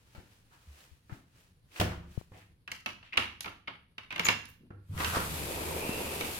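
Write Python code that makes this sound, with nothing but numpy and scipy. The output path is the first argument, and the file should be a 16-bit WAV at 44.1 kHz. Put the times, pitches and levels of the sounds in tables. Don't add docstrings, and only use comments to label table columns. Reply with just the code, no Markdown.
import sys
import numpy as np
from scipy import signal
from scipy.fft import rfft, irfft
from scipy.io import wavfile
from scipy.ndimage import uniform_filter1d

SR = 44100
rng = np.random.default_rng(int(sys.argv[2]) if len(sys.argv) > 2 else 0)


def put_to_file(sound):
    columns = np.atleast_2d(sound).T
    safe = np.clip(columns, -1, 1)
    whole_steps = np.round(safe * 32767)
    wavfile.write(sys.argv[1], SR, whole_steps.astype(np.int16))


N = 281799
TIME = np.arange(N) / SR

# f/Hz, relative gain/dB
HUM_COLOUR = [(12, -39.5), (20, -1), (110, 6), (399, -16.5), (485, -13), (624, -23.5), (976, -23),
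              (2260, -29), (4540, -26.5), (5080, -32.5), (7520, -42), (10200, -26.5), (16000, -46)]
# f/Hz, t60/s
ROOM_T60 = [(100, 1), (260, 0.41), (700, 0.37), (1840, 0.43), (4850, 0.4), (12800, 0.35)]
# f/Hz, correlation/1
LIKENESS = [(60, 0.92), (130, 0.9), (300, 0.96), (640, 0.2), (1400, -0.26), (2500, 0.0033), (5000, -0.0073)]
# peak t/s, level before gain/dB, rise per 20 dB/s, fall per 20 dB/s
SLEEVE_STROKES = [(.16, -69, 0.52, .6), (.34, -68.5, 0.19, .15), (.54, -70, 0.094, .3),
                  (.81, -62, 0.33, .24), (1.14, -64.5, 0.097, .15), (1.39, -67.5, .17, .25),
                  (1.785, -49, 0.067, 0.028), (2.12, -66, 0.06, 0.16), (2.2, -63.5, 0.18, 0.094),
                  (2.38, -65, 0.11, .16)]
# f/Hz, relative gain/dB
SLEEVE_COLOUR = [(180, -33.5), (300, -6), (725, -9), (930, -7.5), (1900, -6.5), (2140, -9), (2480, -6),
                 (3760, -10), (9090, -15.5), (16000, -20)]
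# pane boom/dB, rattle/dB, room/dB
KNOCKS = [(0.149, -47.5, -8, -4.5, 5), (1.095, -44, -18, -26, 5.5), (1.799, -26, -1, 4.5, -5),
          (1.811, -17.5, -17, -7.5, -1.5), (2.029, -53, -10, -11, 5), (2.318, -52, 2.5, -14, 2.5),
          (4.705, -40, -7, -34, 0), (5.001, -29, -21, -6.5, -11), (5.026, -47, -26, 2, -11),
          (5.148, -33, -18, -10, -2), (5.167, -23, -15.5, -20, -2)]
# f/Hz, relative gain/dB
KNOCK_BODY = [(60, -32), (190, -5), (330, 5.5), (500, -1), (700, -1), (1400, -3.5), (2500, -16.5),
              (8000, -54)]
KNOCK_RATTLE = [(700, -12), (1900, -8.5), (3000, -7), (4200, -13.5), (9000, -22), (16000, -25)]
# f/Hz, relative level/dB, t60/s
PANE_MODES = [(74.16, -7, 0.87), (101.4, 0.5, 0.47), (173, -14, .9), (253, -17.5, 0.54),
              (306.6, -13.5, 0.48), (346.5, -20, 0.77), (407, -21.5, 0.42), (496, -15, 0.43)]
# t/s, level/dB, length/s, resonance f/Hz, width/Hz
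SCUFFS = [(0.157, -63.5, 0.065, 306, 415), (.503, -67.5, 0.089, 1250, 1010), (1.09, -60.5, .06, 1400, 1400),
          (1.704, -67, 0.079, 2550, 3030), (1.757, -50.5, 0.22, 900, 2040),
          (1.758, -46.5, 0.012, 1970, 1870), (2.317, -64.5, 0.14, 2040, 1520),
          (2.337, -62.5, 0.07, 735, 397), (3.02, -62, 0.088, 2500, 1800), (3.121, -43.5, 0.032, 2340, 900),
          (4.48, -62, 0.028, 13000, 7000), (4.594, -61, 0.088, 188, 200), (4.707, -70, 0.021, 1770, 1100),
          (4.99, -44, 0.14, 1410, 506)]
# t/s, level/dB, f/Hz, decay/s
BUMPS = [(.178, -36.5, 84.5, 0.005), (.915, -45.5, 78, 0.0087), (1.122, -28.5, 120, 0.0037),
         (2.1755, -29.5, 415, 0.00076), (2.1765, -19.5, 114, 0.0028), (2.213, -32, 450, 0.00032)]
# t/s, level/dB, f/Hz, decay/s
THUDS = [(.672, -45, 71, 0.022), (4.704, -43, 189, 0.0023), (4.72, -50, 98.8, 0.07),
         (4.894, -33.5, 97.6, 0.016), (5.892, -23.5, 210, .0016)]
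# body/dB, treble/dB; ping f/Hz
LATCH_CLICKS = [(2.6765, -36.5, -18.5, -16, 2610), (2.7164, -32, -21.5, -3.5, 2180),
                (2.8601, -28, -16, -9, 2620), (3.028, -50.5, -13.5, -34.5, 2730),
                (3.131, -37, -25, -35, 2570), (3.138, -46, -10, -12, 2820),
                (3.1566, -43.5, -9.5, -29, 2100), (3.1723, -21, -16, -10.5, 2370),
                (3.1747, -17.5, -18.5, -14.5, 2790), (3.4066, -40, -22, 7, 11200),
                (3.4442, -36.5, -17, -21, 2400), (3.4589, -36, -8.5, -38, 2250),
                (3.4784, -38, -21, -31, 1354), (3.6739, -39, -16, -36.5, 2180),
                (3.6786, -33.5, -14, -34, 2220), (3.9805, -34, -19.5, -18, 3010),
                (4.1056, -36, -19, -17.5, 2480), (4.1139, -39, -18, -22.5, 2600),
                (4.1246, -34.5, -15, -14, 2170), (4.1598, -30.5, -18, -14, 2150),
                (4.1796, -35.5, -11, -12.5, 1550), (4.1948, -22, -16.5, -9.5, 2290),
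                (4.2527, -27, -14.5, -4.5, 2430), (4.266, -25, -16, -4.5, 2260),
                (4.2857, -15.5, -17, -10.5, 2223), (4.4547, -55.5, -22, 8, 10500)]
# f/Hz, relative level/dB, t60/s
LATCH_MODES = [(888, 1, 0.17), (1787, 1.5, 0.15), (2180, 4, 0.16), (2400, -20, .3), (2860, -8, 0.62),
               (3200, -9.5, 0.15), (4800, -12.5, 0.27)]
# f/Hz, relative gain/dB
CLICK_BODY = [(60, -27.5), (170, -1.5), (280, -3.5), (480, -7.5), (650, -6), (1100, 0.5), (1500, -6.5),
              (2400, -13), (6000, -70)]
CLICK_RING = [(500, -60), (1300, -1), (2100, 1), (2850, 4), (3500, -4), (4800, -12), (7000, -34.5),
              (15000, -42.5)]
CLICK_EDGE = [(1500, -22.5), (3600, -6), (5800, -5), (8000, -15), (10800, -14), (14000, -18.5),
              (17000, -34.5)]
# t/s, length/s, starting f/Hz, level before left-right gain/dB
SLIPS = [(4.245, 0.019, 6940, -26.5), (4.261, 0.005, 6290, -27.5)]
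# f/Hz, relative gain/dB
RUMBLE = [(20, -9), (48, -25), (75, 4.5), (98, -4), (120, -12), (150, -1), (220, -13.5), (450, -27.5),
          (1500, -55)]
SCRAPE_START = [(100, -17), (300, -3), (700, -1.5), (1250, 6), (1900, -5.5), (3200, -10), (6000, -16),
                (15000, -37)]
SCRAPE_ROLLING = [(100, -9), (290, -1), (480, 3), (650, -3), (950, -3), (1500, -14.5), (2500, -25),
                  (12000, -45)]
SEAL = [(500, -0.5), (1500, 1.5), (2150, 3), (2450, 4.5), (2800, 2.5), (3400, 2), (4200, -0.5), (4850, -1),
        (5700, -4), (8000, -1), (12200, 0), (13500, -1), (16000, -13)]
# peak t/s, level/dB, rise per 20 dB/s, fall per 20 dB/s
CATCHES = [(5.022, -33, 0.058, 0.066), (5.162, -29.5, 0.061, .13)]
# t/s, level/dB, treble relative to it before offset/dB, ping f/Hz
GRIT = [(4.9766, -35.5, -13, 1920), (5.0035, -28, -27, 1930), (5.0459, -22, -9, 2753),
        (6.2095, -27, -8.5, 2250)]
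# peak t/s, level before left-right gain/dB, rise and fall per 20 dB/s, f at peak/Hz
WHISTLES = [(5.42, -53, 0.16, 2450), (5.56, -50, 0.12, 2550), (5.82, -45, 0.31, 2445),
            (5.95, -42, 0.3, 2693), (6.1, -47, 0.27, 2600), (6.26, -47, 0.085, 2700)]

PUSH_S, LOOSE_S, FREE_S, FULL_SPEED_S, SLOW_S = 4.91, 5.01, 5.22, 5.575, 6.24
PEEL_START_S, PEEL_END_S = 5.08, 5.2
SETTLE_S = 5.2
BOUNCE_DB, BOUNCE_SPAN_S, BOUNCE_FADE_DB_PER_S = -11.5, .09, 134
KNOCK_CHATTER_S = 0.0065
SQUEAK_SAG_HZ_PER_S, WHISTLE_RISE_HZ_PER_S = 7100, 430
GRIT_BODY_DB = -21.5
HUM_DB = -66
BAND_LIMIT_HZ = 16400


def amp(db):
    return 10 ** (np.asarray(db) / 20)


def unit(x):
    return x / np.sqrt(np.mean(x ** 2) + 1e-20)


def read(points, hz):
    f, value = np.transpose(points)
    return np.interp(np.log(hz + 1), np.log(f + 1), value)


def add(mix, start_s, sound):
    part = mix[:, round(start_s * SR):][:, :sound.shape[-1]]
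    part += sound[..., :part.shape[1]]


def noise_pair(size):
    left, other = rfft(rng.standard_normal((2, size)))
    same = np.clip(read(LIKENESS, np.fft.rfftfreq(size, 1 / SR)), -1, 1)
    right = same * left + np.sqrt(1 - same ** 2) * other
    return irfft(np.array([left, right]), size)


def colour(x, points, size=4096):
    log_gain = np.log(amp(read(points, abs(np.fft.fftfreq(size, 1 / SR)))))
    taps = np.fft.ifft(np.exp(np.conj(signal.hilbert(log_gain)))).real
    return signal.fftconvolve(x, taps[None], axes=1)[:, :x.shape[1]]


def waver(size):
    once = uniform_filter1d(rng.standard_normal(N), size)
    return unit(uniform_filter1d(once, size))


def uneven_noise(points, grain_db, patch_db):
    level_db = grain_db * waver(size=60) + patch_db * waver(size=900)
    return unit(colour(noise_pair(N) * amp(level_db), points))


def swell(full_s, release_s, rise_s, fall_s):
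    before = np.maximum(full_s - TIME, 0) / max(rise_s, .001)
    after = np.maximum(TIME - release_s, 0) / max(fall_s, .001)
    return amp(-20 * (before + after))


def strokes(rows):
    return np.sqrt(sum((amp(db) * swell(s, s, rise_s, fall_s)) ** 2 for s, db, rise_s, fall_s in rows))


def ring(modes, spread_rad):
    t = TIME[:SR]
    phases = spread_rad * rng.standard_normal((len(modes), 2, 1))
    return sum(amp(db - 60 * t / t60_s) * np.sin(2 * np.pi * hz * t + phase)
               for (hz, db, t60_s), phase in zip(modes, phases))


def chatter(points, decay_s, size=4096):
    decay_s = max(decay_s, .0005)
    u = TIME[:size] / decay_s
    contacts = amp(1.2 * unit(uniform_filter1d(rng.standard_normal(size), size=25)))
    envelope = (0.39 + 2 * u) * np.exp(-2 * u)
    burst = colour(noise_pair(size) * contacts * envelope, points)
    return unit(burst) * np.sqrt(2 * decay_s * SR / size)


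def room(x, gap_s=0.0037, size=32768):
    hz, t, z = signal.stft(noise_pair(size), SR, nperseg=256)
    decay = amp(-60 * t / read(ROOM_T60, hz)[:, None])
    tail = signal.istft(z * decay, SR, nperseg=256)[1][:, :size]
    tail *= np.clip(TIME[:size] / gap_s - .5, 0, 1)
    return signal.fftconvolve(x, tail / np.linalg.norm(tail[0]), axes=1)[:, :N]


def resonate(x, hz, width_hz):
    turn = np.exp(2j * np.pi * np.cumsum(hz * np.ones(x.shape[1])) / SR)
    r = np.exp(-np.pi * width_hz / SR)
    return (turn * signal.lfilter([1], [1, -2 * r, r * r], x / turn)).real


def hum():
    return amp(HUM_DB) * uneven_noise(HUM_COLOUR, grain_db=1.0, patch_db=2.2)


def sleeve(gain_db=4):
    return amp(gain_db) * strokes(SLEEVE_STROKES) * uneven_noise(SLEEVE_COLOUR, grain_db=1.0, patch_db=0.56)


def knocks(body_db=-10, rattle_db=-8, pane_db=-1, thud_db=-7, thud_hz=170, thud_decay_s=0.002, flutter_db=3.0):
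    out, pane = np.zeros((2, 2, N))
    for s, db, boom_db, fittings_db, room_db in KNOCKS:
        hit = amp(body_db) * chatter(KNOCK_BODY, KNOCK_CHATTER_S)
        hit += amp(fittings_db + rattle_db) * chatter(KNOCK_RATTLE, KNOCK_CHATTER_S)
        t = TIME[:hit.shape[1]]
        u = t / thud_decay_s
        hit += amp(thud_db) * u * np.exp(1 - u) * np.sin(2 * np.pi * thud_hz * t)
        add(out, s, amp(db) * hit)
        add(out, s, amp(db + room_db) * room(hit))
        add(pane, s, amp(db + boom_db + pane_db) * ring(PANE_MODES, spread_rad=0.15))
    return out + pane * amp(flutter_db * waver(size=500))


def scuffs(grain_db=3.5, room_db=-4):
    out = np.zeros((2, N))
    friction = noise_pair(N) * amp(grain_db * waver(size=50))
    for s, db, length_s, hz, width_hz in SCUFFS:
        stroke = resonate(friction[:, round(s * SR):round((s + length_s) * SR)], hz, width_hz)
        add(out, s, amp(db) * unit(stroke * signal.windows.tukey(stroke.shape[1], .5)))
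    return out + amp(room_db) * room(out)


def thumps(rows, right_db):
    out, t = np.zeros((2, N)), TIME[:SR // 2]
    for s, db, hz, decay_s in rows:
        envelope = t / decay_s * np.exp(1 - t / decay_s)
        add(out, s, -amp(db) * envelope * np.sin(2 * np.pi * hz * t) * amp([[0], [right_db]]))
    return out


def finger_bumps():
    return thumps(BUMPS, right_db=-36)


def thuds():
    return thumps(THUDS, right_db=0.0)


def bounced(hit, count=4):
    out = np.pad(hit, ((0, 0), (0, SR // 5)))
    for chance in rng.random(count):
        s = BOUNCE_SPAN_S * (.15 + .85 * chance)
        add(out, s, amp(BOUNCE_DB - BOUNCE_FADE_DB_PER_S * s) * hit)
    return out


def clicks(rows, ring_db, edge_db, ping_db, modes_db, pane_db, room_db, ping_decay_s, decay_s):
    out = np.zeros((2, N))
    phase = np.array([[0], [np.pi / 2]])
    for s, db, body_db, treble_db, hz in rows:
        hit = amp(ring_db) * chatter(CLICK_RING, decay_s)
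        hit += amp(body_db) * chatter(CLICK_BODY, 2.72 * decay_s)
        hit += amp(treble_db + edge_db) * chatter(CLICK_EDGE, 0.5 * decay_s)
        t = TIME[:hit.shape[1]]
        u = t / ping_decay_s * np.sqrt(hz / 2500)
        ping = u * np.exp(1 - u) * np.sin(2 * np.pi * hz * t + phase)
        ping *= amp(ping_db + max(treble_db, 0))
        add(out, s, amp(db) * bounced(hit + ping))
        add(out, s, amp(db + room_db) * room(hit + .45 * ping))
        add(out, s, amp(db + modes_db) * ring(LATCH_MODES, spread_rad=1.2))
        add(out, s, amp(db + body_db + pane_db) * ring(PANE_MODES, spread_rad=.3))
    return out * amp([[-.9], [.9]])


def latch():
    return clicks(LATCH_CLICKS, ring_db=-7.0, edge_db=-4.5, ping_db=-1.5, modes_db=-24.5, pane_db=-9,
                  room_db=-5, ping_decay_s=0.0021, decay_s=0.0061)


def squeak(octave_db=-13, room_db=-6, jitter=0.017):
    tone, shake = np.zeros((1, N)), 1 + jitter * waver(size=20)
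    for s, length_s, hz, db in SLIPS:
        t = np.arange(0, length_s, 1 / SR)
        pitch_hz = (hz - SQUEAK_SAG_HZ_PER_S * t) * shake[round(s * SR):][:len(t)]
        turn = 2 * np.pi * np.cumsum(pitch_hz) / SR
        voice = np.sin(turn) + amp(octave_db) * np.sin(2 * turn)
        add(tone, s, amp(db) * np.sin(np.pi * t / length_s) * voice)
    return tone * amp([[4], [-5]]) + amp(room_db) * room(np.tile(tone, (2, 1)))


def glass_echo(x, gain=0.13):
    delays_s = (.0031, .0043)
    echo = [np.pad(side, (round(s * SR), 0))[:N] for side, s in zip(x, delays_s)]
    return x + gain * np.array(echo)


def slide(rumble_db=-42, start_db=-42, rolling_db=-39.5, seal_db=-40.5, peel_db=-44):
    end_s = N / SR
    start = uneven_noise(SCRAPE_START, grain_db=2, patch_db=1.1)
    start *= np.hypot(amp(start_db) * swell(LOOSE_S, FREE_S, rise_s=0.061, fall_s=0.21), strokes(CATCHES))

    rolling = uneven_noise(SCRAPE_ROLLING, grain_db=2, patch_db=1.1)
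    rolling *= amp(rolling_db) * swell(FULL_SPEED_S, SLOW_S, rise_s=0.65, fall_s=0.3)
    rolling *= swell(FREE_S, end_s, rise_s=.15, fall_s=1)

    hiss = uneven_noise(SEAL, grain_db=1.1, patch_db=.6) * amp([[.6], [-.6]])
    steady = amp(seal_db) * swell(LOOSE_S, end_s, rise_s=0.079, fall_s=1)
    peel = amp(peel_db) * swell(PEEL_START_S, PEEL_END_S, rise_s=0.063, fall_s=0.26)
    hiss *= np.hypot(steady, peel)

    rumble = uneven_noise(RUMBLE, grain_db=.8, patch_db=.9)
    rumble *= amp(rumble_db) * swell(PUSH_S, SETTLE_S, rise_s=0.025, fall_s=3.3)
    return rumble + glass_echo(start + rolling + hiss)


def grit():
    stones = [(s, db, GRIT_BODY_DB, treble_db, hz) for s, db, treble_db, hz in GRIT]
    return clicks(stones, ring_db=-8.5, edge_db=-2.5, ping_db=-9, modes_db=-42, pane_db=-1,
                  room_db=-2.0, ping_decay_s=0.0042, decay_s=0.0037)


def whistle(width_hz=190, unsteady=0.012):
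    friction, shake, out = noise_pair(N), 1 + unsteady * waver(size=300), np.zeros((2, N))
    for s, db, fade_s, hz in WHISTLES:
        pitch_hz = (hz + WHISTLE_RISE_HZ_PER_S * np.clip(TIME - s, -fade_s, fade_s)) * shake
        out += amp(db) * swell(s, s, fade_s, fade_s) * unit(resonate(friction, pitch_hz, width_hz))
    return out * amp([[-1.5], [1.5]])


def scene():
    handling = sleeve() + scuffs() + finger_bumps() + thuds()
    panel = slide() + grit() + whistle()
    return hum() + handling + knocks() + latch() + squeak() + panel


def record(dry):
    taps = signal.firwin(511, BAND_LIMIT_HZ, window=("kaiser", 9), fs=SR)
    return signal.oaconvolve(dry, taps[None], "same")


dry = scene()
out = record(dry)
put_to_file(out)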